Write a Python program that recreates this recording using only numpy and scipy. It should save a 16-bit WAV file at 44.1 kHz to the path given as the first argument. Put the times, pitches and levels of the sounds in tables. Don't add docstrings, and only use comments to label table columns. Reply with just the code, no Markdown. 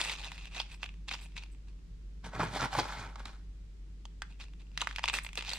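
import sys
import numpy as np
from scipy import signal
from scipy.fft import rfft, irfft
from scipy.io import wavfile

SR = 44100
rng = np.random.default_rng(int(sys.argv[2]) if len(sys.argv) > 2 else 0)


def put_to_file(sound):
    columns = np.atleast_2d(sound).T
    safe = np.clip(columns, -1, 1)
    whole_steps = np.round(safe * 32767)
    wavfile.write(sys.argv[1], SR, whole_steps.astype(np.int16))


N = 246078
TIME = np.arange(N) / SR

# (frequency [Hz], gain [dB])
RUMBLE_SPECTRUM = [(20, -10), (30, -6), (38, 0), (48, 1), (60, -6), (75, -11), (100, -10), (130, -15.5),
                   (168, -9), (210, -21), (320, -24), (450, -32), (700, -48), (2000, -80)]
HISS_SPECTRUM = [(200, 0), (1000, 0), (2500, 0), (5000, -3), (8000, -8), (10500, -17), (15000, -27)]
RUMBLE_DB, HISS_DB = -54.5, -71
HUM_HZ, HUM_DB = 49.1, -47.2

# (time at full force [s], build-up [s per 20 dB], hold [s], crunch level [dB])
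PUSHES = [(0, .02, 0.0089, -34), (0.041, 0.11, 0.094, -41.5), (0.258, 0.36, 0.016, -47),
          (0.31, 0.076, 0.17, -56), (0.558, .06, 0.058, -45.5), (0.722, 0.11, 0.025, -57),
          (0.831, 0.024, 0.0052, -47), (1.083, 0.0055, .006, -45), (1.115, 0.017, 0.025, -40.5),
          (1.175, 0.081, 0.085, -58), (1.369, 0.014, 0.012, -46.5), (1.435, 0.084, 0.0045, -60),
          (1.682, 0.015, 0.0059, -66), (4.311, 0.026, 0.011, -60), (4.399, 0.0072, 0.041, -52.5),
          (4.605, 0.018, 0.003, -58), (4.822, 0.052, 0.0057, -41.5), (4.887, .03, 0.025, -53),
          (4.98, 0.076, 0.0088, -54.5), (5.036, 0.018, 0.016, -44.5), (5.083, 0.021, 0.012, -41.5),
          (5.134, 0.0075, .042, -36.5), (5.377, 0.013, .014, -39.5), (5.493, 0.12, 0.12, -44.5)]
PUSH_RELEASE_S = 0.025
SETTLE_DB, SETTLE_S = -20.5, 0.27
# (frequency [Hz], gain [dB])
BARK_SPECTRUM = [(200, -11.5), (450, -14), (700, -8), (930, -4), (1350, -6), (1750, -3), (2100, -3.5),
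                 (2500, 5.5), (3100, -3), (3850, -0.5), (4700, -6.5), (6400, -9.5), (9500, -19.5),
                 (15500, -35)]
# (frequency [Hz], width [Hz], relative level [dB])
SPOON_MODES = [(2230, 190, 2), (3560, 250, -46), (6000, 400, -44), (7930, 110, 22.5), (9100, 300, 14.5),
               (11900, 240, 8.5), (13400, 140, 7)]
BOWL_DRIVE_DB = -27
# (time [s], length [s], level [dB])
SLIDES = [(0, 0.12, -60), (0.718, .015, -65), (1.217, 0.025, -65), (1.519, 0.0061, -72), (5.135, 0.01, -47),
          (5.238, 0.0089, -54.5), (5.53, 0.065, -63)]
SLIDE_BUILD_S, SLIDE_RELEASE_S = 0.01, 0.043

# (time [s], level [dB], chip pitch [Hz], pot wall drive [dB re level], crack [dB re level])
SNAPS = [(.014, -27, 3300, 1.5, -13), (.049, -37, 2340, -4, -9), (.097, -34.5, 2500, -19, -18),
         (.245, -40.5, 3700, 2, -30), (.318, -44, 2380, 12.5, -12), (.379, -48, 2400, -23, -19),
         (.455, -45.5, 2260, -25, -12), (.601, -30, 3470, 4.5, -40), (.616, -46.5, 3600, -9, -30),
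         (.831, -33.5, 2310, 0, -46), (.841, -40, 2460, -26, -35), (.861, -43.5, 2400, -13, -28),
         (.891, -48.5, 2500, -20, -40), (1.085, -41, 2670, -8, -26), (1.091, -37.5, 2480, -9, -25),
         (1.113, -36.5, 1580, 0, -30), (1.367, -41.5, 2290, -9, -27), (1.436, -48.5, 2500, -0.5, -13),
         (4.054, -47.5, 2850, 8, -19), (4.22, -35.5, 1680, -24, -12), (4.776, -30.5, 2680, -37, -22),
         (4.808, -34.5, 3040, -22, -20), (4.816, -29, 3180, 0, -20), (4.872, -28.5, 1540, -4, -20),
         (4.911, -40, 1630, -21, -37), (4.961, -34.5, 2500, -24, -12), (4.984, -34, 2030, 4, -36),
         (4.993, -38, 2270, 9, -41), (5.04, -26.5, 2170, 8, -39), (5.057, -33.5, 2310, -3, -14),
         (5.079, -30, 2350, -1, -30), (5.085, -28, 2580, 0.5, -35), (5.098, -29.5, 2580, 1.5, -31),
         (5.139, -33, 2270, 8, -13), (5.187, -30, 1880, -7, -17), (5.265, -38.5, 2600, -2.5, -26),
         (5.29, -44.5, 2330, -13, -30), (5.331, -47, 2470, 0, -8), (5.355, -44, 2400, -1, -3),
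         (5.375, -35, 3070, -4, -9), (5.409, -38.5, 2460, 2, -29), (5.424, -40.5, 2550, 7, -15),
         (5.493, -34.5, 3720, -29, -21), (5.503, -36.5, 3820, -24, -22), (5.534, -33.5, 4580, 0.5, -32)]
SPRING_WITHIN_S, SPRING_DB, SPRING_SPREAD_DB = 0.11, -9.5, 5.5
SPRING_HZ, SPRING_SPREAD_OCTAVES = 2650, 0.098
SPRING_WALL_DB, SPRING_CRACK_DB = 4, -14
# (frequency [Hz], width [Hz], relative level [dB])
POT_MODES = [(620, 120, -11), (930, 170, 0), (1130, 140, -4)]
# (time [s], level [dB], pitch [Hz])
BUCKLES = [(0.271, -49, 768), (.6, -42.5, 1000), (.84, -50, 740), (1.14, -40.5, 1010), (4.82, -30.5, 1110),
           (4.874, -42, 1570), (5.184, -42, 1510), (5.376, -42.5, 530), (5.387, -49, 380)]

# (time at full force [s], build-up [s per 20 dB], hold [s],
# release [s per 20 dB], grinding level [dB], floor boom level [dB], rustle level [dB])
DIGS = [(2.246, 0.013, .018, 0.052, -49, -46, -56), (2.349, 0.043, 0.018, .05, -45, -48.5, -59),
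        (2.405, 0.047, 0.034, 0.083, -35.5, -37.5, -48), (2.566, 0.088, 0.0056, 0.054, -38, -40.5, -44),
        (2.604, 0.027, 0.046, 0.042, -34.5, -38.5, -45), (2.73, 0.024, 0.061, .05, -39.5, -48, -44),
        (2.784, 0.018, 0.0073, 0.061, -35, -36, -41), (2.844, 0.047, 0.073, 0.19, -44.5, -56, -52),
        (2.975, .08, 0.072, .11, -47, -51.5, -59), (3.199, 0.039, 0.0076, 0.057, -51.5, -55.5, -59.5),
        (3.257, .015, 0.0088, 0.13, -51.5, -56, -58.5)]
# (frequency [Hz], width [Hz], relative level [dB])
TUB_MODES = [(450, 22, -8), (543, 18, -10), (615, 20, 1), (775, 60, -2), (828, 40, -2), (915, 80, 0),
             (1019, 40, -4), (1109, 30, 0), (1325, 100, 0), (1509, 55, 1), (1666, 70, -3), (1850, 60, -8),
             (1955, 40, -7), (2140, 140, -7), (2420, 80, -7)]
TUB_FLOOR_MODES = [(116, 42, 1.5), (166.3, 7.3, 2.5), (266, 170, -8)]
# (frequency [Hz], gain [dB])
RUSTLE_SPECTRUM = [(300, -18.5), (1000, 3), (2500, -7.5), (3300, 2), (4200, -0.5), (5000, -2), (6300, -6),
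                   (9000, -10.5), (12000, -20), (15500, -27)]
# (time [s], level [dB], pitch [Hz], crack [dB re level])
KNOCKS = [(2.334, -40, 676, -32), (2.396, -31, 770, -21), (2.404, -29.5, 1200, -19),
          (2.411, -28, 1170, -28), (2.561, -31.5, 805, -58), (2.608, -37.5, 1310, 4),
          (2.639, -33, 1360, -26), (2.729, -36, 860, -8.5), (2.75, -29, 870, -31), (2.786, -26.5, 860, -18),
          (2.788, -26.5, 680, -26), (2.798, -29.5, 584, 0), (3.157, -43, 990, -3.5),
          (3.195, -52.5, 1310, 2.5), (3.255, -43, 1300, 5)]

DROP_S = 4.221
TOP_HZ = 15750


def undb(db):
    return 10 ** (np.asarray(db) / 20)


def unit(x):
    return x / np.sqrt(np.mean(x ** 2))


def add(track, s, sound):
    i = max(int(s * SR), 0)
    track[:, i:i + sound.shape[1]] += sound[:, :N - i]


def ring(x, hz, width):
    hz = min(hz, 0.45 * SR)
    b, a = signal.iirpeak(hz, hz / min(width, SR / 4), fs=SR)
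    return signal.lfilter(b, a, x + 1e-18)


def colour(x, points, size=4096):
    hz, db = np.transpose(points)
    grid = np.arange(size + 1) * SR / (2 * size)
    log_gain = np.log(undb(np.interp(np.log(grid + 1), np.log(hz), db)))
    cepstrum = irfft(log_gain)[:size]
    cepstrum[1:] *= 2
    response = irfft(np.exp(rfft(cepstrum, 2 * size)))[:size]
    return signal.oaconvolve(np.atleast_2d(x), response[None], axes=1)[:, :N]


def at_ports(hz, size):
    own = (hz / (hz + 7500)) ** 1.5
    shared, *apart = rng.standard_normal((3, size))
    return np.sqrt(1 - own) * shared + np.sqrt(own) * np.array(apart)


def wander(rate):
    knots = rng.standard_normal(1024)
    return np.interp(TIME * rate, np.arange(1024), knots)


def swell(s, build_s, hold_s, release_s, db):
    early = np.maximum(s - TIME, 0)
    late = np.maximum(TIME - s - hold_s, 0)
    steps = early / max(build_s, 1e-3) + late / max(release_s, 1e-3)
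    return undb(db - 20 * np.minimum(steps, 10))


def strokes(rows):
    power = np.zeros(N)
    for s, build_s, hold_s, release_s, db in rows:
        stroke = swell(s, build_s, hold_s, release_s, db)
        trickle = swell(s, build_s, hold_s, SETTLE_S, db + SETTLE_DB)
        power += np.maximum(stroke, trickle) ** 2
    return np.sqrt(power)


def slips(rate, spread_db):
    size = undb(spread_db * np.minimum(rng.standard_normal(N), 2))
    return (rng.random(N) < rate / SR) * size * rng.choice([-1, 1], N)


def body(push, modes, patchy_db):
    out = np.zeros((2, N))
    moments = np.flatnonzero(push)
    for hz, width, db in modes:
        strength = at_ports(hz, len(moments))
        contact = undb(db + patchy_db * wander(rate=60)[moments])
        drive = np.zeros((2, N))
        drive[:, moments] = push[moments] * strength * contact
        out += ring(drive, hz, width)
    return unit(out)


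def chips(push, sharpness, count):
    pitches = np.geomspace(220, 14000, count)
    return body(push, [(hz, hz / sharpness + 40, 0) for hz in pitches], patchy_db=3.5)


def fracture(hz, width, decay_s, size=1500):
    tear = at_ports(hz, size) * np.exp(-np.arange(size) / (decay_s * SR))
    y = ring(ring(tear, hz, width), hz, 2 * hz)
    return y * np.sqrt(2 * 0.004 * SR / np.sum(y ** 2))


def room_tone():
    shared, *sides = unit(colour(rng.standard_normal((3, N)), RUMBLE_SPECTRUM))
    highpass = signal.butter(1, 330, "high", fs=SR, output="sos")
    apart = signal.sosfilt(highpass, np.array(sides))
    rumble = undb(RUMBLE_DB) * (shared + undb(3) * apart)
    hum = undb(HUM_DB) * unit(np.sin(2 * np.pi * HUM_HZ * TIME))
    hiss = undb(HISS_DB) * unit(colour(rng.standard_normal((2, N)), HISS_SPECTRUM))
    return hum + hiss + rumble


def pressing(crunch):
    slide = sum(swell(s, SLIDE_BUILD_S, length, SLIDE_RELEASE_S, db) for s, length, db in SLIDES)
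    scrape = undb(BOWL_DRIVE_DB) * crunch + slide
    push = slips(rate=1700, spread_db=5)
    grinding = unit(colour(chips(push, sharpness=7, count=26), BARK_SPECTRUM))
    singing = body(slips(rate=2500, spread_db=4), SPOON_MODES, patchy_db=3)
    return undb(2) * crunch * grinding + undb(5) * scrape * singing


def springing(count=3):
    rows = []
    for s, _, hold_s, db in PUSHES:
        for k, (late, loud, high) in enumerate(rng.uniform(-1.1, 1, (count, 3))):
            start = s + hold_s + SPRING_WITHIN_S * (k + (1 + late) / 2) / count
            level_db = db + SPRING_DB + SPRING_SPREAD_DB * loud
            hz = SPRING_HZ * 2 ** (SPRING_SPREAD_OCTAVES * high)
            rows.append((start, level_db, hz, SPRING_WALL_DB, SPRING_CRACK_DB))
    return [row for row in rows if row[0] < TIME[-1]]


def snapping():
    notes, taps, cracks, buckles = np.zeros((4, 2, N))
    for s, db, hz, wall_db, crack_db in list(SNAPS) + springing():
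        add(notes, s, undb(db) * fracture(hz, width=850, decay_s=0.0009))
        add(taps, s, undb(db + wall_db) * fracture(hz=850, width=710, decay_s=0.00034))
        add(cracks, s, undb(db + crack_db) * fracture(hz=6000, width=3600, decay_s=0.0011))
    for s, db, hz in BUCKLES:
        add(buckles, s, undb(db) * fracture(hz, width=330, decay_s=0.004))
    wall = sum(undb(db) * ring(taps, hz, width) for hz, width, db in POT_MODES)
    return undb(0.5) * notes + undb(-7) * wall + undb(3) * cracks + buckles


def echoes(x, t60, low_hz, high_hz):
    t = TIME[:SR // 2]
    decay = undb(-60 * t / t60)
    onset = 1 - np.exp(-t / (0.049 * t60))
    tail = rng.standard_normal((2, len(t))) * decay * onset
    band = signal.butter(2, [low_hz, min(high_hz, 0.45 * SR)], "band", fs=SR, output="sos")
    tail = signal.sosfilt(band, tail)
    tail /= np.sqrt(np.sum(tail ** 2) / 2)
    return signal.fftconvolve(x[None], tail, axes=1)[:, :N]


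def digging():
    grind = strokes((*timing, db) for *timing, db, _, _ in DIGS)
    boom = strokes((*timing, db) for *timing, _, db, _ in DIGS)
    rustle = strokes((*timing, db) for *timing, _, _, db in DIGS)
    push = slips(rate=1300, spread_db=4.5)
    walls = undb(0.05) * grind * body(push, TUB_MODES, patchy_db=2)
    floor_ring = ring(body(push, TUB_FLOOR_MODES, patchy_db=4), hz=147.5, width=520)
    floor = undb(1.5) * boom * unit(floor_ring)
    loose_chips = chips(push + slips(rate=3000, spread_db=1.5), sharpness=6.9, count=22)
    loose = undb(4) * rustle * unit(colour(loose_chips, RUSTLE_SPECTRUM))
    knocks = np.zeros((2, N))
    for s, db, hz, crack_db in KNOCKS:
        add(knocks, s, undb(db) * fracture(hz, width=180, decay_s=0.0039))
        add(knocks, s, undb(db + crack_db) * fracture(hz=3400, width=2400, decay_s=0.003))
    after = sum(undb(db) * ring(knocks, hz, width) for hz, width, db in TUB_MODES)
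    return walls + floor + loose + undb(-3) * knocks + undb(-4) * after


def dropping(db, hz, width, decay_s):
    out = np.zeros((2, N))
    add(out, DROP_S, undb(db) * fracture(hz, width, decay_s, size=4000))
    return out


def scene():
    crunch = strokes((s, build_s, hold_s, PUSH_RELEASE_S, db) for s, build_s, hold_s, db in PUSHES)
    pot = pressing(crunch) + snapping()
    pot += dropping(db=-38, hz=1570, width=330, decay_s=0.0088)
    tub = digging()
    left, right = pot + tub
    left = np.convolve(left, [0, 0.4, 0.6])[:N]
    left = colour(left, [(100, -2.0), (500, 1.0), (1200, -1.05), (2200, 0.16),
                         (4500, -1.2), (9000, 0.1), (13000, -1.7)])[0]
    nearby = undb(-12) * echoes(pot[1], t60=0.025, low_hz=2200, high_hz=9000)
    to_room = (pot + undb(4) * tub).mean(axis=0)
    room = undb(-20) * echoes(to_room, t60=0.28, low_hz=300, high_hz=6900)
    return np.array([left, right]) + nearby + room + room_tone()


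def record(dry):
    lowpass = signal.ellip(10, 0.2, 80, TOP_HZ, fs=SR, output="sos")
    return signal.sosfilt(lowpass, dry)


dry = scene()
out = record(dry)
put_to_file(out)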